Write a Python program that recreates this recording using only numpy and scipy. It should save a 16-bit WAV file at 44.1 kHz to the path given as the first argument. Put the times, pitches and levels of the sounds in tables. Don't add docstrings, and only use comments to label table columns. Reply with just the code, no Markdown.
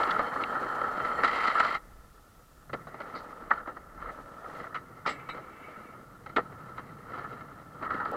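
import sys
import numpy as np
from scipy import signal
from scipy.io import wavfile

SR = 44100
rng = np.random.default_rng(int(sys.argv[2]) if len(sys.argv) > 2 else 0)


def wav_record(signal):
    frames = np.transpose(np.atleast_2d(signal))
    bounded = np.clip(frames, -1, 1)
    quanta = np.round(bounded * 32767).astype(np.int16)
    wavfile.write(sys.argv[1], SR, quanta)


def convert_level_to_amplitude(level_db):
    exponent = np.asarray(level_db, float) / 20
    return 10 ** exponent


N = 359856


def evened(x):
    return x / np.sqrt(np.mean(x ** 2) + 1e-20)


def curve(rows):
    time_s, *columns = np.transpose(rows)
    return [np.interp(np.arange(N) / SR, time_s, column, -150, -150) for column in columns]


def read(points, hz):
    point_hz, db = np.transpose(points)
    return np.interp(np.log(hz + 1), np.log(point_hz + 1), db)


def causal(db):
    both_sides_db = np.concatenate([db, db[-2:0:-1]])
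    log_gain = np.log(convert_level_to_amplitude(np.maximum(both_sides_db, -140)))
    minimum_phase = np.exp(np.conj(signal.hilbert(log_gain)))
    taps = np.fft.ifft(minimum_phase).real[:2048]
    return taps / np.linalg.norm(taps)


def noise():
    return rng.standard_normal(N)


def filtered(x, order, hz, kind="low"):
    return signal.sosfilt(signal.butter(order, hz, kind, fs=SR, output="sos"), x)


def slow(hz):
    return evened(filtered(noise(), 2, hz))


def resonate(x, hz, width_hz):
    return signal.lfilter(*signal.iirpeak(hz, hz / width_hz, SR), x)


def add(mix, start_s, sound):
    part = mix[round(start_s * SR):][:len(sound)]
    part += sound[:len(part)]


# hz, level_db
WALL_TONE = [(100, -24), (250, -18), (600, -18.5), (1000, -18.5), (1350, -15), (1600, -18.5), (2100, -12),
             (2400, -29.5), (3400, -29.5), (4400, -32.5), (5300, -43), (6800, -49.5), (8500, -54.5),
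             (13000, -73.5)]
# pitch_hz, width_hz, above_wall_db
HOUSING_MODES = [(249, 166.5, 6.5), (486.3, 49, 6), (620, 220, 6), (833, 23.3, 3.5), (1325.3, 187, 11),
                 (1189, 300, 3), (1746.7, 84, 9), (1880.3, 72, 7.5), (1962.3, 193, 6.5), (2530, 460, 0.5),
                 (2763, 55, 3.5), (3096, 94, 5), (3511.1, 186, -11), (3519, 34, 12), (3700, 130, -2),
                 (3921, 62, 6.5), (4227, 38, 6.5), (4780, 80, 4.5), (7586, 170, 10.5), (9000, 240, 4.5),
                 (9525, 46, 11), (11000, 590, 4.5)]


def housing():
    hz = np.fft.rfftfreq(8192, 1 / SR)
    db = read(WALL_TONE, hz)
    for pitch_hz, width_hz, above_wall_db in HOUSING_MODES:
        db = db + above_wall_db / (1 + (2 * (hz - pitch_hz) / width_hz) ** 2)
    edges_hz = 390, 850, 1600, 2350
    under = [-10 * np.log10(1 + (hz / edge) ** 12) for edge in edges_hz]
    over = [-10 * np.log10(1 + (edge / (hz + 1)) ** 12) for edge in edges_hz]
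    main_ring = under[2] + over[1]
    low = under[1] + over[0]
    high, lowest = over[3], under[0]
    above_ring = under[3] + over[2]
    return [causal(db + band) for band in (main_ring, low, high, lowest, above_ring)]


# time_s, roll_db, ground_coarseness_db
ROLL_STRETCHES = [
    [(0.0, -22, 1.5), (0.074, -27.5, 2), (0.338, -33, 0), (0.778, -31.5, -2), (0.988, -33, 1),
     (1.098, -31, 1.5), (1.228, -34.5, 2.5)],
    [(1.234, -29.5, 1.5), (1.454, -29, 2), (1.61, -22.5, -2), (1.74, -32.5, 2), (1.775, -41, 2)],
    [(1.785, -54.5, 0.5), (1.963, -58.5, 0.5), (2.125, -61, 0), (2.72, -61.5, -0.5)],
    [(2.76, -49.5, -0.5), (2.882, -56.5, 4), (3.074, -42.5, 0), (3.264, -45, -1.5), (3.49, -48, -1),
     (3.52, -31, -1), (3.57, -36, -1), (3.61, -39, -1), (3.64, -50, -5), (3.814, -52, 0.5),
     (3.95, -52.5, -1.5), (4.03, -42.5, 0), (4.105, -39.5, 1)],
    [(4.115, -47.5, -1.5), (4.2, -47.5, -2), (4.24, -52.5, -2.5), (4.39, -47.5, -2.5), (4.608, -42.5, 2),
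     (4.784, -54.5, -2), (5.036, -51.5, 2), (5.228, -46.5, -2), (5.46, -48.5, -1.5), (5.78, -47.5, -0.5),
     (6.0, -52.5, -1.5)],
    [(6.02, -54, 0.5), (6.282, -54.5, 0.5), (6.452, -48, 0.5), (6.804, -48.5, 1), (7.018, -51, 2.5),
     (7.192, -38.5, 0), (7.292, -44, 2), (7.48, -49.5, 1.5), (7.694, -52, 0), (7.805, -45.5, -0.5)],
    [(7.82, -37.5, -7.5), (8.0, -37, 1.5), (8.112, -38, 4)],
    [(8.116, -40, 2), (8.16, -35.5, -2.5)],
]
# deck_rumble_db, grit_db, boom_db, rasp_db
BOARD_VOICES = [(-11.5, -22.5, -16, -9), (-14, -13.5, -22, -5.5), (-7.5, -25.5, -11, -8.5),
                (-9.5, -20.5, -11, -7), (-8.5, -19.5, -8, -6.5), (-8.5, -18, -8, -9),
                (-13.5, -22.5, -10.5, -21.5), (2.5, -20.5, -15.5, -14.5)]


def rolling():
    # dB for each dB of swell, and for each dB of coarseness
    per_swell, per_coarse = (0.738, 1.156, 0.593, 0.94), (0.3, 0.754, 0.1, 1.1983)
    roll_db, coarse_db = curve(sum(ROLL_STRETCHES, []))
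    starts_s = [rows[0][0] for rows in ROLL_STRETCHES]
    stretch = np.searchsorted(starts_s, np.arange(N) / SR, "right") - 1
    usual_db = np.array([np.mean(rows, axis=0)[1] for rows in ROLL_STRETCHES])[stretch]
    swell_db = roll_db - usual_db
    levels_db = [roll_db]
    for voice_db, swell, coarse in zip(np.transpose(BOARD_VOICES), per_swell, per_coarse):
        levels_db.append(usual_db + voice_db[stretch] + swell * swell_db + coarse * coarse_db)
    return levels_db


def wheels(paths):
    lumps_db = 1.44 * slow(hz=70) + 1.38 * slow(hz=8.8)
    knocked = rng.random(N) < 900 / SR
    size_db = 5.85 * np.minimum(rng.exponential(1, N), 4)
    stones = knocked * convert_level_to_amplitude(size_db) * rng.choice([-1, 1], N)
    patter = noise() + 0.158 * evened(stones)
    lump_shares = 0.639, 0.81, 1.48, 1.405, 0.9118
    out = np.zeros(N)
    for level_db, path, share in zip(rolling(), paths, lump_shares):
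        own_waver_db = 1.243 * slow(hz=30)
        lumpy = evened(patter * convert_level_to_amplitude(share * lumps_db + own_waver_db))
        out += signal.oaconvolve(lumpy * convert_level_to_amplitude(level_db), path)[:N]
    return out


# start_s, end_s, pitch_hz, width_hz, beside_roll_db
DECK_DRONES = [(0, 1.23, 836, 119, -16.5), (2.9, 3.451, 478, 70, -12), (2.9, 3.452, 831, 80, -13.5),
               (4.114, 4.698, 620, 127, -8)]


def decks():
    t = np.arange(N) / SR
    drone = np.zeros(N)
    for start_s, end_s, pitch_hz, width_hz, db in DECK_DRONES:
        rolls = (t > start_s) & (t < end_s)
        drone += convert_level_to_amplitude(db) * rolls * evened(resonate(noise(), pitch_hz, width_hz))
    return drone * convert_level_to_amplitude(rolling()[0] + 2.26 * slow(hz=30.1))


# pitch_hz, width_hz, level_db before the fader below
BEARING_BANDS = [(3110, 160, -66), (4292, 220, -69.5), (7470, 490, -80), (9465, 175, -84.5),
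                 (10743, 1600, -80.5)]
# time_s, gain_db
BEARING_FADER = [(0, 3), (1.05, 0.5), (1.24, 8), (1.75, 5.5), (1.79, -24)]


def bearings():
    song = np.zeros(N)
    for pitch_hz, width_hz, db in BEARING_BANDS:
        band = resonate(resonate(noise(), pitch_hz, width_hz), pitch_hz, width_hz)
        song += convert_level_to_amplitude(db + 3 * slow(hz=12)) * evened(band)
    return song * convert_level_to_amplitude(curve(BEARING_FADER)[0])


# peak_s, level_db, time_to_fall_10_db_s
GUST_SWELLS = [(1.3, -56.5, 0.37), (2.7, -60.5, 0.32), (1.99, -49.5, 0.1646), (3.6, -54.5, 0.28),
               (4.06, -47.5, 0.13), (4.54, -55.5, 0.0079), (6.8, -53.5, 0.01)]


def blowing():
    t = np.arange(N) / SR
    power = convert_level_to_amplitude(-68) ** 2
    for peak_s, db, fall_s in GUST_SWELLS:
        power = power + convert_level_to_amplitude(db - 10 * abs(t - peak_s) / fall_s) ** 2
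    return np.sqrt(power)


# time_s, level_db
HUM_FADER = [(0.0, -55.5), (1.66, -62.5), (1.86, -78), (2.59, -78), (2.73, -48.5), (3.11, -71.5),
             (5.39, -55), (5.5, -66.5), (6.52, -51), (8.16, -55)]


def wind():
    gusts = filtered(filtered(noise(), 1, [26, 48], "band"), 2, 90)
    rumble = filtered(noise(), 2, [35, 210], "band")
    rumble_db, hum_hz, hum_width_hz = -62.5, 133.7, 69.52
    hum = resonate(resonate(noise(), hum_hz, hum_width_hz), hum_hz, 2 * hum_width_hz)
    return blowing() * evened(gusts) + convert_level_to_amplitude(rumble_db) * evened(rumble) + convert_level_to_amplitude(curve(HUM_FADER)[0]) * evened(hum)


# hz, level_db
HISS_TONE = [(200, -6), (1000, 0), (3000, 1), (6000, 0), (12000, -1), (15000, -1.5), (16500, -8)]


def preamp_hiss():
    hiss_db, stronger_by_db, stronger_until_s = -68.7, 1.8, 2.9
    tone = causal(read(HISS_TONE, np.fft.rfftfreq(8192, 1 / SR)))
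    level_db = hiss_db + stronger_by_db * (np.arange(N) < stronger_until_s * SR)
    return convert_level_to_amplitude(level_db) * signal.oaconvolve(noise(), tone)[:N]


# start_s, peak_db, lowest_hz, highest_hz, length_s (fall to 1/e, before the band filter smears it)
TICK_EVENTS = [(0.033, -31.5, 2400, 4400, 0.0066), (0.108, -28, 2449, 4640, 0.00805),
               (0.437, -23, 1840, 2810, 0.00396), (0.437, -32, 2790, 4260, 0.002),
               (1.2354, -10.5, 800, 2150, 0.00122), (2.873, -59, 3580, 4100, 0.01063),
               (3.15, -46, 3792, 4990, 0.048), (3.185, -50.5, 3620, 5870, 0.00827),
               (3.506, -23.5, 487, 2083, 0.0068), (4.747, -42, 2300, 3100, 0.022),
               (5.053, -28, 900, 1595, 0.006), (5.062, -37, 2500, 5222, 0.055),
               (5.293, -42, 3736, 4060, 0.0273), (6.363, -29, 2200, 3600, 0.014),
               (8.049, -51.5, 4012, 4850, 0.011), (8.116, -37, 2000, 15570, 0.0000383)]


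def ticks():
    out, t = np.zeros(N), np.arange(SR // 8) / SR
    for start_s, peak_db, lowest_hz, highest_hz, length_s in TICK_EVENTS:
        grain = rng.standard_normal(len(t)) * np.exp(-(t / length_s) ** 2)
        burst = filtered(grain, 4, [lowest_hz, highest_hz], "band")
        add(out, start_s, convert_level_to_amplitude(peak_db) * burst / abs(burst).max())
    return out


# blow_s, main_layer_peak_db, weight_db, hardness_db, t60_s
CLACK_EVENTS = [(0.1119, -24.5, -10.5, 9, 0.036), (0.1919, -18, -4, 2, 0.0436),
                (0.3603, -20, -12.5, -11.5, 0.032), (0.4945, -30, 0.5, -13, 0.036),
                (0.5526, -20, -19.5, -13.5, 0.144), (0.7817, -33.5, -2.5, -4.5, 0.077),
                (0.8137, -18.5, -11.5, -1, 0.024), (1.002, -20, -13, -7.5, 0.058),
                (1.048, -22, -8.5, 6, 0.185), (1.2354, -17, -11, 9, 0.167),
                (1.2461, -16.5, -27.5, 8.5, 0.062), (1.2781, -20.5, -26, 12, 0.072),
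                (1.555, -17, -14.5, -6.5, 0.03), (1.572, -20.5, -20.5, -5, 0.051),
                (1.6005, -9.5, -18, 6, 0.0445), (1.6261, -18.5, -20, -2, 0.04),
                (1.6476, -21.5, -20, -2.5, 0.05), (1.7486, -19, -17.5, 9.5, 0.0695),
                (2.6952, -32.5, -8.5, 1, 0.0594), (2.7318, -25.5, -4, 7.5, 0.034),
                (2.738, -24, -5, 6.5, 0.04), (2.7447, -29, -2.5, -15, 0.053), (2.8692, -35, -3, 1.5, 0.174),
                (2.9429, -31.5, -4.5, 3.5, 0.073), (3.0044, -31, -2, 6, 0.04),
                (3.0175, -34.5, -13.5, 9, 0.042), (3.1524, -30, -7, 4.5, 0.143),
                (3.5116, -8, -23, -14, 0.03), (3.5568, -33.5, -21.5, 1, 0.08),
                (3.6594, -32.5, -16, -10, 0.034), (3.6738, -28, -5, -1.5, 0.171),
                (3.7686, -30, -14, -1.5, 0.033), (4.0188, -33, -23, -7, 0.069),
                (4.057, -31, -20.5, -10, 0.07), (4.0925, -30, -11, -1, 0.041),
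                (4.1846, -37, 0, -5.5, 0.063), (4.443, -33.5, -6, -3, 0.05),
                (4.497, -34.5, -15.5, -5, 0.065), (4.5487, -33.5, -3.5, 6.5, 0.038),
                (4.5992, -30.5, -11.5, 1.5, 0.037), (4.6427, -30.5, -14.5, -7.5, 0.04),
                (4.668, -33, -13.5, -5, 0.051), (4.7262, -36, -24, -10, 0.048),
                (4.7447, -26, -20.5, 5, 0.1007), (4.753, -24, -18, 2, 0.104), (5.0615, -15, -11, 4, 0.06),
                (5.0735, -22, -7.5, 15.5, 0.0992), (5.0892, -22.5, -18, 12, 0.054),
                (5.1056, -30.5, -1.5, 16, 0.126), (5.2894, -26.5, -10, 4.5, 0.077),
                (5.3454, -33.5, -3, 7, 0.095), (5.3732, -31.5, -6, 1.5, 0.091),
                (6.262, -32.5, -11, 5, 0.065), (6.294, -40, -9, 9.5, 0.077), (6.363, -14.5, -7, 4, 0.0263),
                (6.3675, -13, -7, 3.5, 0.04), (6.3814, -15.5, -3.5, -2.5, 0.033),
                (6.3895, -18, -9, -3.5, 0.067), (6.7804, -28, -16.5, 2.5, 0.02),
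                (6.791, -31.5, -8, 5.5, 0.072), (7.1358, -29.5, -15, -6, 0.1982),
                (7.1776, -30, -6, -0.5, 0.088), (7.2469, -29, -22, -6.5, 0.077),
                (7.409, -36, -15, 7, 0.027), (7.8251, -27, -5.5, 3, 0.092),
                (7.848, -28.5, -10.5, 1.5, 0.088), (7.9051, -22, -18, -4, 0.076),
                (7.9435, -30.5, -15.5, 3, 0.1), (8.0013, -22.5, -21, -9, 0.167),
                (8.054, -24, -12.5, -1, 0.05)]


def clacks(paths):
    out, t = np.zeros(N), np.arange(SR // 4) / SR
    for blow_s, peak_db, thud_db, hard_db, t60_s in CLACK_EVENTS:
        snap_db, crack_db = -20.5 + hard_db, -7 + 0.383 * hard_db
        swell = np.minimum(t / 0.00103, 1)
        fall = convert_level_to_amplitude(-60 * np.maximum(t - 0.005, 0) / t60_s)
        blow = rng.standard_normal(len(t)) * fall * swell
        clack, thud, snap, boom, crack = (evened(signal.oaconvolve(blow, path)) for path in paths)
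        weight = convert_level_to_amplitude(thud_db) * (0.883 * thud + 0.409 * boom)
        sound = clack + weight + convert_level_to_amplitude(snap_db) * snap + convert_level_to_amplitude(crack_db) * crack
        add(out, blow_s - 0.002, convert_level_to_amplitude(peak_db) * sound / abs(clack).max())
    return out


# pitch_hz, first_blow_db, second_blow_db, third_blow_db, t60_s ringing free
BENCH_MODES = [(1701, -14, -18, -14, .12), (2019, -10, -14, -22, .12), (2080, -20, -24, -14, .2),
               (2148, -8, -20, -10, .1), (2234, -2, -12, -10, .12), (2330, -18, -30, -16, .12),
               (2632, -26, -30, -18, .15), (2750, -24, -20, -20, .12), (2940, -26, -30, -22, .12),
               (3499, -32, -22, -34, .1), (3967, -26, -17, -20, .14), (4974, -32, -21, -34, .08),
               (6665, -46, -32, -46, .1), (7671, -42, -20, -36, .15), (7806, -42, -27, -36, .17),
               (7940, -46, -29, -42, .14)]
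# start_s, drive_db, chatter_s (before the steel rings free)
TRUCK_BLOWS = [(5.064, -30, 0.0117), (5.09, -31, .014), (5.289, -33, 0.02)]
# time_s, level_db
SLIDE_FADER = [(5.1, -53), (5.3, -65.5), (5.6, -59.5), (5.9, -62), (6.02, -77)]


def bench():
    out, t = np.zeros(N), np.arange(SR // 3) / SR
    pitch_hz, *spots_db, t60_s = np.transpose(BENCH_MODES)[:, :, None]
    tones = np.sin(2 * np.pi * pitch_hz * t)
    for (start_s, drive_db, chatter_s), spot_db in zip(TRUCK_BLOWS, spots_db):
        knocks = rng.standard_normal(len(t)) * (t < chatter_s) / np.sqrt(chatter_s * SR)
        free_ring = (convert_level_to_amplitude(spot_db - 60 * t / t60_s) * tones).sum(0)
        add(out, start_s, convert_level_to_amplitude(drive_db) * signal.oaconvolve(knocks, free_ring))
    damped_db = 1.21 * spots_db[-1] - 60 * t / (0.9 * t60_s)
    damped_ring = (convert_level_to_amplitude(damped_db) * tones * (pitch_hz < 3200)).sum(0)
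    scrape = noise() * convert_level_to_amplitude(curve(SLIDE_FADER)[0] + 2.7 * slow(hz=24.8))
    return out + signal.oaconvolve(scrape, damped_ring / np.linalg.norm(damped_ring))[:N]


def scene():
    paths = housing()
    riding = wheels(paths) + decks() + bearings()
    return (riding + wind() + ticks() + clacks(paths) + bench())[None]


def band_limit(x):
    return signal.sosfilt(signal.butter(12, 15690, fs=SR, output="sos"), x)


def record(dry):
    mix = dry + preamp_hiss()
    return band_limit(mix)


dry = scene()
out = record(dry)
wav_record(out)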